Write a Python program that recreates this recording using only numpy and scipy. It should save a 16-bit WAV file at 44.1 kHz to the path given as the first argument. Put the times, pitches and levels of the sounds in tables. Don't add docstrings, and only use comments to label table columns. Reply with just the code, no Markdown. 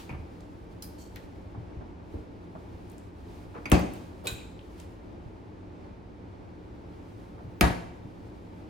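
import sys
import numpy as np
from scipy import signal
from scipy.fft import rfft, irfft, next_fast_len
from scipy.io import wavfile
from scipy.ndimage import uniform_filter1d

SR = 44100
rng = np.random.default_rng(int(sys.argv[2]) if len(sys.argv) > 2 else 0)


def transcribe(u):
    v = np.clip(np.atleast_2d(u).T, -1, 1)
    q = np.round(v * 32767).astype(np.int16)
    wavfile.write(sys.argv[1], SR, q)


N = 383405

# [t/s, bass level/dB, panel level/dB, crack level/dB, flex level/dB]
FRIDGE_SLAM = (3.717, -13.3, -17.3, -16.3, -8.5)
# [f/Hz, level/dB, t60/s]
FRIDGE_MODES = [(58, 3, 0.16), (74, 8.5, 0.13), (122, 1, 0.15), (177.3, -0.5, 0.27), (241.4, -6, 0.22),
                (290.5, -3, 0.28), (354, -11, .25), (549, -6, 0.17), (590, -18, .33), (727, -17, 0.35),
                (784, -15, 0.29), (906, -30, .3), (1125, -27, .3), (1290, -23, 0.35), (1570, -25, 0.3),
                (2495, -26, 0.36), (2640, -25, 0.18)]
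# [f/Hz, level/dB per Hz]
FRIDGE_PANEL = [(25, -29), (70, 0), (220, 1), (480, -2), (750, -3.5), (1100, -7.5), (1700, -13.5),
                (2600, -14.5), (3600, -21.5), (7000, -29), (12000, -38), (16000, -39)]
# [f/Hz, level/dB per Hz]
FRIDGE_CRACK = [(200, -6), (800, -6), (1700, -4), (2600, 3), (5000, -6), (11000, -6), (16000, -15)]


def fridge_slam():
    return slam(FRIDGE_SLAM, FRIDGE_MODES, FRIDGE_PANEL, FRIDGE_CRACK,
                crack_t60=0.017, panel_rise=0.0018, boom_cycles=2.0)


# [t/s, bass level/dB, panel level/dB, crack level/dB, flex level/dB]
FREEZER_SLAM = (7.610, -10, -17.7, -10.8, -11)
# [f/Hz, level/dB, t60/s]
FREEZER_MODES = [(57, 4.5, 0.18), (74, 6.5, 0.13), (106, -4, 0.2), (176.7, -10.5, 0.4), (291, -15.5, 0.36),
                 (353, -15, 0.27), (570, -17.5, 0.22), (655, -17, .2), (728, -13, 0.2), (836, -21, 0.18),
                 (1095, -20.5, 0.22), (1243, -18, 0.24), (1680, -21, 0.22), (1914, -22, .27),
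                 (2300, -24, .2), (2498, -25, 0.223)]
# [f/Hz, level/dB per Hz]
FREEZER_PANEL = [(25, -28), (70, 3), (200, -1), (450, -6.5), (680, -1.5), (1100, -8.5), (1700, -7),
                 (2300, -12.5), (3600, -18), (6000, -26), (11000, -29.5), (16000, -41)]
# [f/Hz, level/dB per Hz]
FREEZER_CRACK = [(200, -4), (1300, -3), (2200, 6), (5000, -8), (11000, -9), (16000, -18)]


def freezer_slam():
    return slam(FREEZER_SLAM, FREEZER_MODES, FREEZER_PANEL, FREEZER_CRACK,
                crack_t60=0.016, panel_rise=0.0015, boom_cycles=1.26)


# [f/Hz, t60/s]
PANEL_T60 = [(60, 0.33), (400, 0.33), (2000, 0.32), (6000, 0.3), (14000, 0.21)]
# [f/Hz, left minus right level/dB]
LEAN = [(60, 1.2), (200, 1), (650, 5.5), (1300, 0), (2500, 2), (12000, 2)]
BODY_LOW_HZ = 36
SHUDDER_DB = 3.7


def slam(blow, modes, panel, edge, crack_t60, panel_rise, boom_cycles):
    s, bass_db, panel_db, crack_db, flex_db = blow
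    t, out = np.arange(SR // 2) / SR, np.zeros((2, N))
    crack = noise(spectrum(edge), size=len(t)) * fade(t, crack_t60)
    rattle = rattling(noise(spectrum(panel), size=len(t)), SHUDDER_DB)
    shudder = dying(rattle, PANEL_T60) * (1 - np.exp(-t / panel_rise))
    boom = ring(modes, rise_cycles=boom_cycles, rough=4.5)
    body = amp(panel_db) * shudder + amp(bass_db) * boom + amp(flex_db) * flex(t)
    body = signal.sosfilt(signal.butter(2, BODY_LOW_HZ, "high", fs=SR, output="sos"), body)

    def lean(hz):
        return amp(along(LEAN, hz) * np.array([[.5], [-.5]]))

    add(out, s, amp(crack_db) * crack + filtered(body, lean))
    return out


FLEX_HZ, FLEX_GLIDE_S, FLEX_T60_S, FLEX_LEAD_S = 900, .007, .1, .0004
FLEX_RISE_S = .0045


def flex(t):
    t = np.maximum(t - np.array([[0], [FLEX_LEAD_S]]), 0)
    cycles = FLEX_HZ * t / (1 + t / FLEX_GLIDE_S)
    return np.sin(2 * np.pi * cycles) * fade(t, FLEX_T60_S) * (1 - np.exp(-t / FLEX_RISE_S))


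def rattling(x, depth_db):
    z = signal.stft(x, nperseg=256)[2]
    field = rng.standard_normal(z.shape[1:])
    field = uniform_filter1d(field, size=5, axis=0)
    field = uniform_filter1d(field, size=3, axis=1)
    flickering = signal.istft(z * amp(depth_db * unit(field)), nperseg=256)[1]
    return unit(flickering[:, :x.shape[1]])


# [t/s, level/dB]
HANDLE_BLOWS = [(4.270, -28), (4.286, -44.5), (4.304, -45)]
# [f/Hz, level/dB, t60/s]
HANDLE_MODES = [(1545, -12, 0.22), (2505, 1, 0.08), (3090, -8, 0.06), (3500, -5, 0.045), (3800, -6, .06),
                (3950, 2.5, 0.08), (6780, -17, .24), (7280, -6.5, 0.08), (7750, -8, .045), (8200, -4, 0.05),
                (11200, -10, .06), (12130, -11, .08), (14600, -12, .06)]


def freezer_handle():
    return clack(HANDLE_BLOWS, HANDLE_MODES, crack_db=-8.5, crack_t60=0.115, crack_hz=7500, rough=18)


# [t/s, level/dB]
GRIP_BLOWS = [(0.093, -41), (0.104, -43), (3.656, -29.5), (3.735, -36), (3.746, -34), (3.759, -35),
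              (3.866, -43)]
# [f/Hz, level/dB, t60/s]
GRIP_MODES = [(2227, -3, 0.1), (2340, -2, 0.037), (2487, -1, 0.048), (2750, -6.5, .04), (4700, -13, 0.06),
              (6250, -17, 0.05)]


def fridge_handle():
    return clack(GRIP_BLOWS, GRIP_MODES, crack_db=-26, crack_t60=.07, crack_hz=4500, rough=16)


# [t/s, level/dB]
STAY_BLOWS = [(0.823, -41), (0.843, -51.5)]
# [f/Hz, level/dB, t60/s]
STAY_MODES = [(3100, -9, 0.036), (4200, -13, 0.1), (4867, -7.5, 0.16), (5050, -9, 0.08), (5650, -6, 0.09),
              (6350, -4, 0.055), (7450, -11, .06), (9600, -9, .07), (10890, -8, 0.06), (13470, -7, .14)]


def hinge_snap():
    snap = clack(STAY_BLOWS, STAY_MODES, crack_db=4.5, crack_t60=0.02, crack_hz=7000, rough=23)
    sizzle = taps([(s, db - 5.5, 12000, .6, 0.21) for s, db in STAY_BLOWS], rise=0.0011)
    return snap + sizzle


DULLING = .6


def clack(blows, modes, crack_db, crack_t60, crack_hz, rough):
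    t, out = np.arange(SR // 2) / SR, np.zeros((2, N))
    hardest = max(db for s, db in blows)
    for s, db in blows:
        crack = noise(hump(crack_hz, 1.5), size=len(t)) * fade(t, crack_t60)
        tilt = DULLING * (db - hardest)
        struck = [(hz, level + tilt * np.log2(hz / modes[0][0]), t60) for hz, level, t60 in modes]
        add(out, s, amp(db) * (ring(struck, rise_cycles=0.87, rough=rough) + amp(crack_db) * crack))
    return out


# [t/s, level/dB]
CREAKS = [(0.978, -57), (1.008, -61.5)]
# [f/Hz, width/Hz, level/dB]
CREAK_RESONANCES = [(3117, 200, -2), (4414, 500, 0), (5800, 900, -7), (6918, 800, -5), (7967, 700, -5),
                    (11320, 1800, -7.5), (14500, 900, -9)]
CREAK_S = 0.093


def creak(grain_db):
    t, out = np.arange(SR // 2) / SR, np.zeros((2, N))

    def colour(f):
        return sum(amp(db) / (1 + (2 * (f - hz) / width) ** 2) for hz, width, db in CREAK_RESONANCES)

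    for s, db in CREAKS:
        add(out, s, amp(db) * noise(colour, size=len(t)) * swell(t, CREAK_S))
    return out * unit(amp(grain_db * wobble(300)))


# [t/s, level/dB, centre f/Hz]
KNOCKS = [(0.094, -40.5, 850), (0.826, -52.5, 1300), (1.159, -46, 1710), (1.546, -44, 650),
          (1.809, -43, 650), (1.996, -51.5, 750), (2.140, -36, 280), (2.551, -40, 614), (3.555, -39, 400),
          (3.656, -38.5, 950), (3.832, -34, 300), (4.270, -43.5, 900), (4.290, -42, 1100),
          (7.729, -38, 500)]
# [level over the knock/dB, centre f/Hz, spread/octaves, t60/s]
THUD = (-2, 218, 1, 0.24)


def knocks():
    thud_db, *hollow = THUD
    thuds = [(s, db + thud_db, *hollow) for s, db, hz in KNOCKS]
    return taps(contacts(KNOCKS, octaves=0.83, seconds=0.12), rise=.0005) + taps(thuds, rise=.002)


# [t/s, level/dB, length/s, centre f/Hz]
CRACKLES = [(0.096, -47, .06, 2300), (3.729, -30, .15, 700), (4.283, -40, .08, 3000),
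            (4.385, -47, .04, 2870), (7.620, -28.5, .14, 1900), (7.626, -28, .06, 900)]
CRACKLE_COUNT = 20
CRACKLE_FALL_DB_PER_S, CRACKLE_SCATTER_DB = 100, 5.5
CRACKLE_OCTAVES, CRACKLE_CYCLES = 0.29, 29


def crackle():
    t, out = np.arange(SR // 20) / SR, np.zeros((2, N))
    for s, db, length, centre_hz in CRACKLES:
        for k, (when, pitch, size, apart) in enumerate(rng.uniform(-1, 1, (CRACKLE_COUNT, 4))):
            after = (k + .5 + when / 2) / CRACKLE_COUNT * length
            hz = centre_hz * 2 ** (CRACKLE_OCTAVES * pitch)
            phase = apart * np.array([[1], [-1]])
            grain = np.sin(2 * np.pi * hz * t + phase) * fade(t, CRACKLE_CYCLES / hz)
            grain_db = db - CRACKLE_FALL_DB_PER_S * after + CRACKLE_SCATTER_DB * size
            add(out, s + after, amp(grain_db) * grain)
    return out


# [t/s, level/dB, centre f/Hz, spread/octaves]
TICKS = [(0.406, -51.5, 5500, .8), (1.159, -42, 4800, .7), (1.159, -44, 12000, .5), (1.169, -48, 4000, .7),
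         (2.899, -51, 8000, .7), (2.917, -51, 12100, .7), (2.981, -49, 7340, .7), (3.700, -35, 12500, .7),
         (3.794, -37, 13000, .7), (3.936, -42, 11500, .7), (4.592, -42, 3000, .35), (4.612, -53, 2900, .35),
         (4.800, -43, 7500, .5), (4.800, -46, 3300, .5)]


def ticks():
    return taps([(*tick, 0.015) for tick in TICKS], rise=.0002)


# [t/s, level/dB, centre f/Hz]
DRAGS = [(0.120, -47.5, 647), (3.540, -43, 840), (3.688, -43, 350), (4.238, -38.5, 453), (7.375, -51, 650)]
# [t/s, level/dB, centre f/Hz]
SCRAPES = [(3.680, -51, 2200), (4.243, -51.5, 3300), (4.238, -55, 12000), (4.300, -51, 11000)]


def drags_and_scrapes(grain_db):
    t, out = np.arange(SR // 4) / SR, np.zeros((2, N))
    rows = contacts(DRAGS, octaves=0.95, seconds=0.063) + contacts(SCRAPES, octaves=.7, seconds=0.067)
    for s, db, hz, octaves, length in rows:
        add(out, s, amp(db) * noise(hump(hz, octaves), size=len(t)) * swell(t, length))
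    return out * unit(amp(grain_db * wobble(300)))


# [t/s, level/dB, centre f/Hz]
THUMPS = [(0.108, -35.5, 90), (0.130, -35, 80), (0.193, -38, 65), (1.575, -35.5, 90), (1.770, -34, 70),
          (2.150, -36, 60), (4.320, -37.5, 70), (5.255, -38.5, 90), (7.445, -37, 100), (8.045, -40, 110)]


def thumps():
    return taps(contacts(THUMPS, octaves=0.83, seconds=.26), rise=0.0018)


# [t/s, level/dB]
SLEEVE_LEVEL = [(0.0, -62), (0.16, -75.5), (0.76, -79.5), (1.16, -75.5), (2.0, -92), (2.14, -77.6),
                (2.28, -85.1), (2.94, -73), (3.12, -83), (3.32, -69.5), (3.56, -76), (4.06, -69),
                (4.2, -76), (4.62, -77), (4.8, -69.5), (5.1, -86), (6.16, -92), (7.18, -76), (7.42, -80),
                (8.68, -79.5)]
# [f/Hz, level/dB per Hz]
SLEEVE_COLOUR = [(300, -4.5), (850, 14), (1500, 6.5), (4000, 4), (7500, -3), (11000, -4.5), (16000, -9)]


def sleeve(gain_db, flutter_db):
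    level_db = np.interp(np.arange(N) / SR, *np.transpose(SLEEVE_LEVEL))
    return amp(level_db + gain_db + flutter_db * wobble(25)) * noise(spectrum(SLEEVE_COLOUR), size=N)


# [f/Hz, t60/s]
KITCHEN_T60 = [(80, 0.87), (400, 0.72), (2500, 0.66), (7000, 0.65), (15000, 0.34)]
CUPBOARD_HZ = 300


def kitchen(x, early_db):
    t = np.arange(SR * 3 // 4) / SR
    colour = spectrum([(60, -7.5), (400, 0.0), (15000, -1.0)])
    tail = dying(noise(colour, size=len(t)), KITCHEN_T60) * (1 - np.exp(-(t / 0.0075) ** 2))
    tail /= np.linalg.norm(tail[0])
    early = np.zeros_like(tail)
    for side in early:
        side[(SR * rng.uniform(.003, .02, size=5)).astype(int)] += amp(early_db)
    early = signal.sosfilt(signal.butter(1, CUPBOARD_HZ, "high", fs=SR, output="sos"), early)
    return signal.oaconvolve(x[:1], tail + early, axes=1)[:, :N]


# [f/Hz, level/dB per Hz]
AIR = [(20, -14), (36, -7.5), (55, 0.5), (72, .5), (100, 1.5), (118, -3.5), (148, -15), (180, -5.5),
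       (340, -6.5), (560, -14), (900, -18), (1250, -23), (2300, -32), (5000, -41.5), (15000, -64)]
# [f/Hz, width/Hz, lift/dB]
DUCT = [(115, 14, 2.5), (235, 18, -1), (301, 32, 4), (452, 30.2, 2), (560, 41, 2), (876, 110, 4),
        (2320, 380, 2.5)]
# [f/Hz, rms level/dB]
HUM = [(174, -57.5), (296, -61.5), (352, -63.5)]


def ventilation(level_db, drift_db):
    t = np.arange(N) / SR

    def colour(f):
        lift_db = sum(db / (1 + (2 * (f - hz) / width) ** 2) for hz, width, db in DUCT)
        return amp(along(AIR, f) + lift_db)

    air = noise(colour, size=N)
    hum = sum(amp(db) * unit(np.sin(2 * np.pi * hz * t + 1.37 * wobble(12))) for hz, db in HUM)
    return amp(level_db + drift_db * wobble(7)) * air + hum


def contacts(rows, octaves, seconds):
    return [(s, db, hz, octaves, seconds) for s, db, hz in rows]


def taps(rows, rise):
    t, out = np.arange(SR // 4) / SR, np.zeros((2, N))
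    for s, db, hz, octaves, t60 in rows:
        tap = noise(hump(hz, octaves), size=len(t)) * fade(t, t60) * (1 - np.exp(-t / rise))
        add(out, s, amp(db) * tap)
    return out


def ring(modes, rise_cycles, rough):
    t, out = np.arange(SR // 2) / SR, np.zeros((2, SR // 2))
    for hz, db, t60 in modes:
        drift = rough * np.cumsum(rng.standard_normal(len(t))) / np.sqrt(SR)
        apart = np.arctan(amp(along(WIDTH, hz))) * rng.choice([-1, 1]) * np.array([[1], [-1]])
        swing = np.sin(2 * np.pi * (hz * t + rng.random()) + drift + apart)
        out += amp(db) * swing * fade(t, t60) * (1 - np.exp(-t * hz / rise_cycles))
    return out


# [f/Hz, side to mid level/dB]
WIDTH = [(60, -14), (200, -8), (380, -3.5), (700, 0), (1290, 3.5), (2380, -3.5), (4400, -4.5), (12000, 0)]


def noise(colour, size):
    def shape(hz):
        side = amp(along(WIDTH, hz))
        return colour(hz) * np.array([np.ones_like(side), side]) / np.hypot(1, side)

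    mid, side = filtered(rng.standard_normal((2, size)), shape)
    return unit(np.array([mid + side, mid - side]))


def spectrum(points):
    return lambda hz: amp(along(points, hz))


def hump(centre_hz, octaves):
    return lambda hz: (1 + (np.log2((hz + 1) / centre_hz) / octaves / 2) ** 2) ** -4


def dying(x, t60s):
    hz, t, z = signal.stft(x, SR, nperseg=256)
    decay = fade(t, along(t60s, hz)[:, None])
    return signal.istft(z * decay, SR, nperseg=256)[1][:, :x.shape[1]]


def filtered(x, response):
    n = x.shape[-1]
    m = next_fast_len(n, True)
    return irfft(rfft(x, m) * response(np.fft.rfftfreq(m, 1 / SR)), m)[..., :n]


def wobble(rate):
    knots = rng.standard_normal(int(N * rate / SR) + 2)
    return np.interp(np.arange(N) * rate / SR, np.arange(len(knots)), knots)


def swell(t, length):
    u = 4 * t / length
    return u * np.exp(1 - u)


def fade(t, t60):
    return np.exp(-np.log(1000) * t / t60)


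def along(points, hz):
    f, v = np.transpose(points)
    return np.interp(np.log(hz + 1), np.log(f + 1), v)


def amp(db):
    return np.exp(np.asarray(db) * np.log(10) / 20)


def unit(x):
    return x / np.sqrt(np.mean(x ** 2) + 1e-20)


def add(track, s, sound):
    start = round(s * SR)
    track[:, start:start + sound.shape[1]] += sound[:, :N - start]


def scene():
    doors = fridge_slam() + freezer_slam()
    fittings = freezer_handle() + hinge_snap() + creak(grain_db=2.5) + fridge_handle()
    small = knocks() + crackle() + ticks() + drags_and_scrapes(grain_db=3.5)
    send = amp(-12.5) * doors + amp(-9.0) * fittings + amp(-8.5) * small
    room = kitchen(send, early_db=-9.5)
    near = thumps() + sleeve(gain_db=9.5, flutter_db=2.0)
    return doors + fittings + small + room + near + ventilation(level_db=-45.0, drift_db=0.7)


TOP_HZ = 16000


def record(dry):
    return filtered(dry, lambda hz: hz < TOP_HZ)


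dry = scene()
out = record(dry)
transcribe(out)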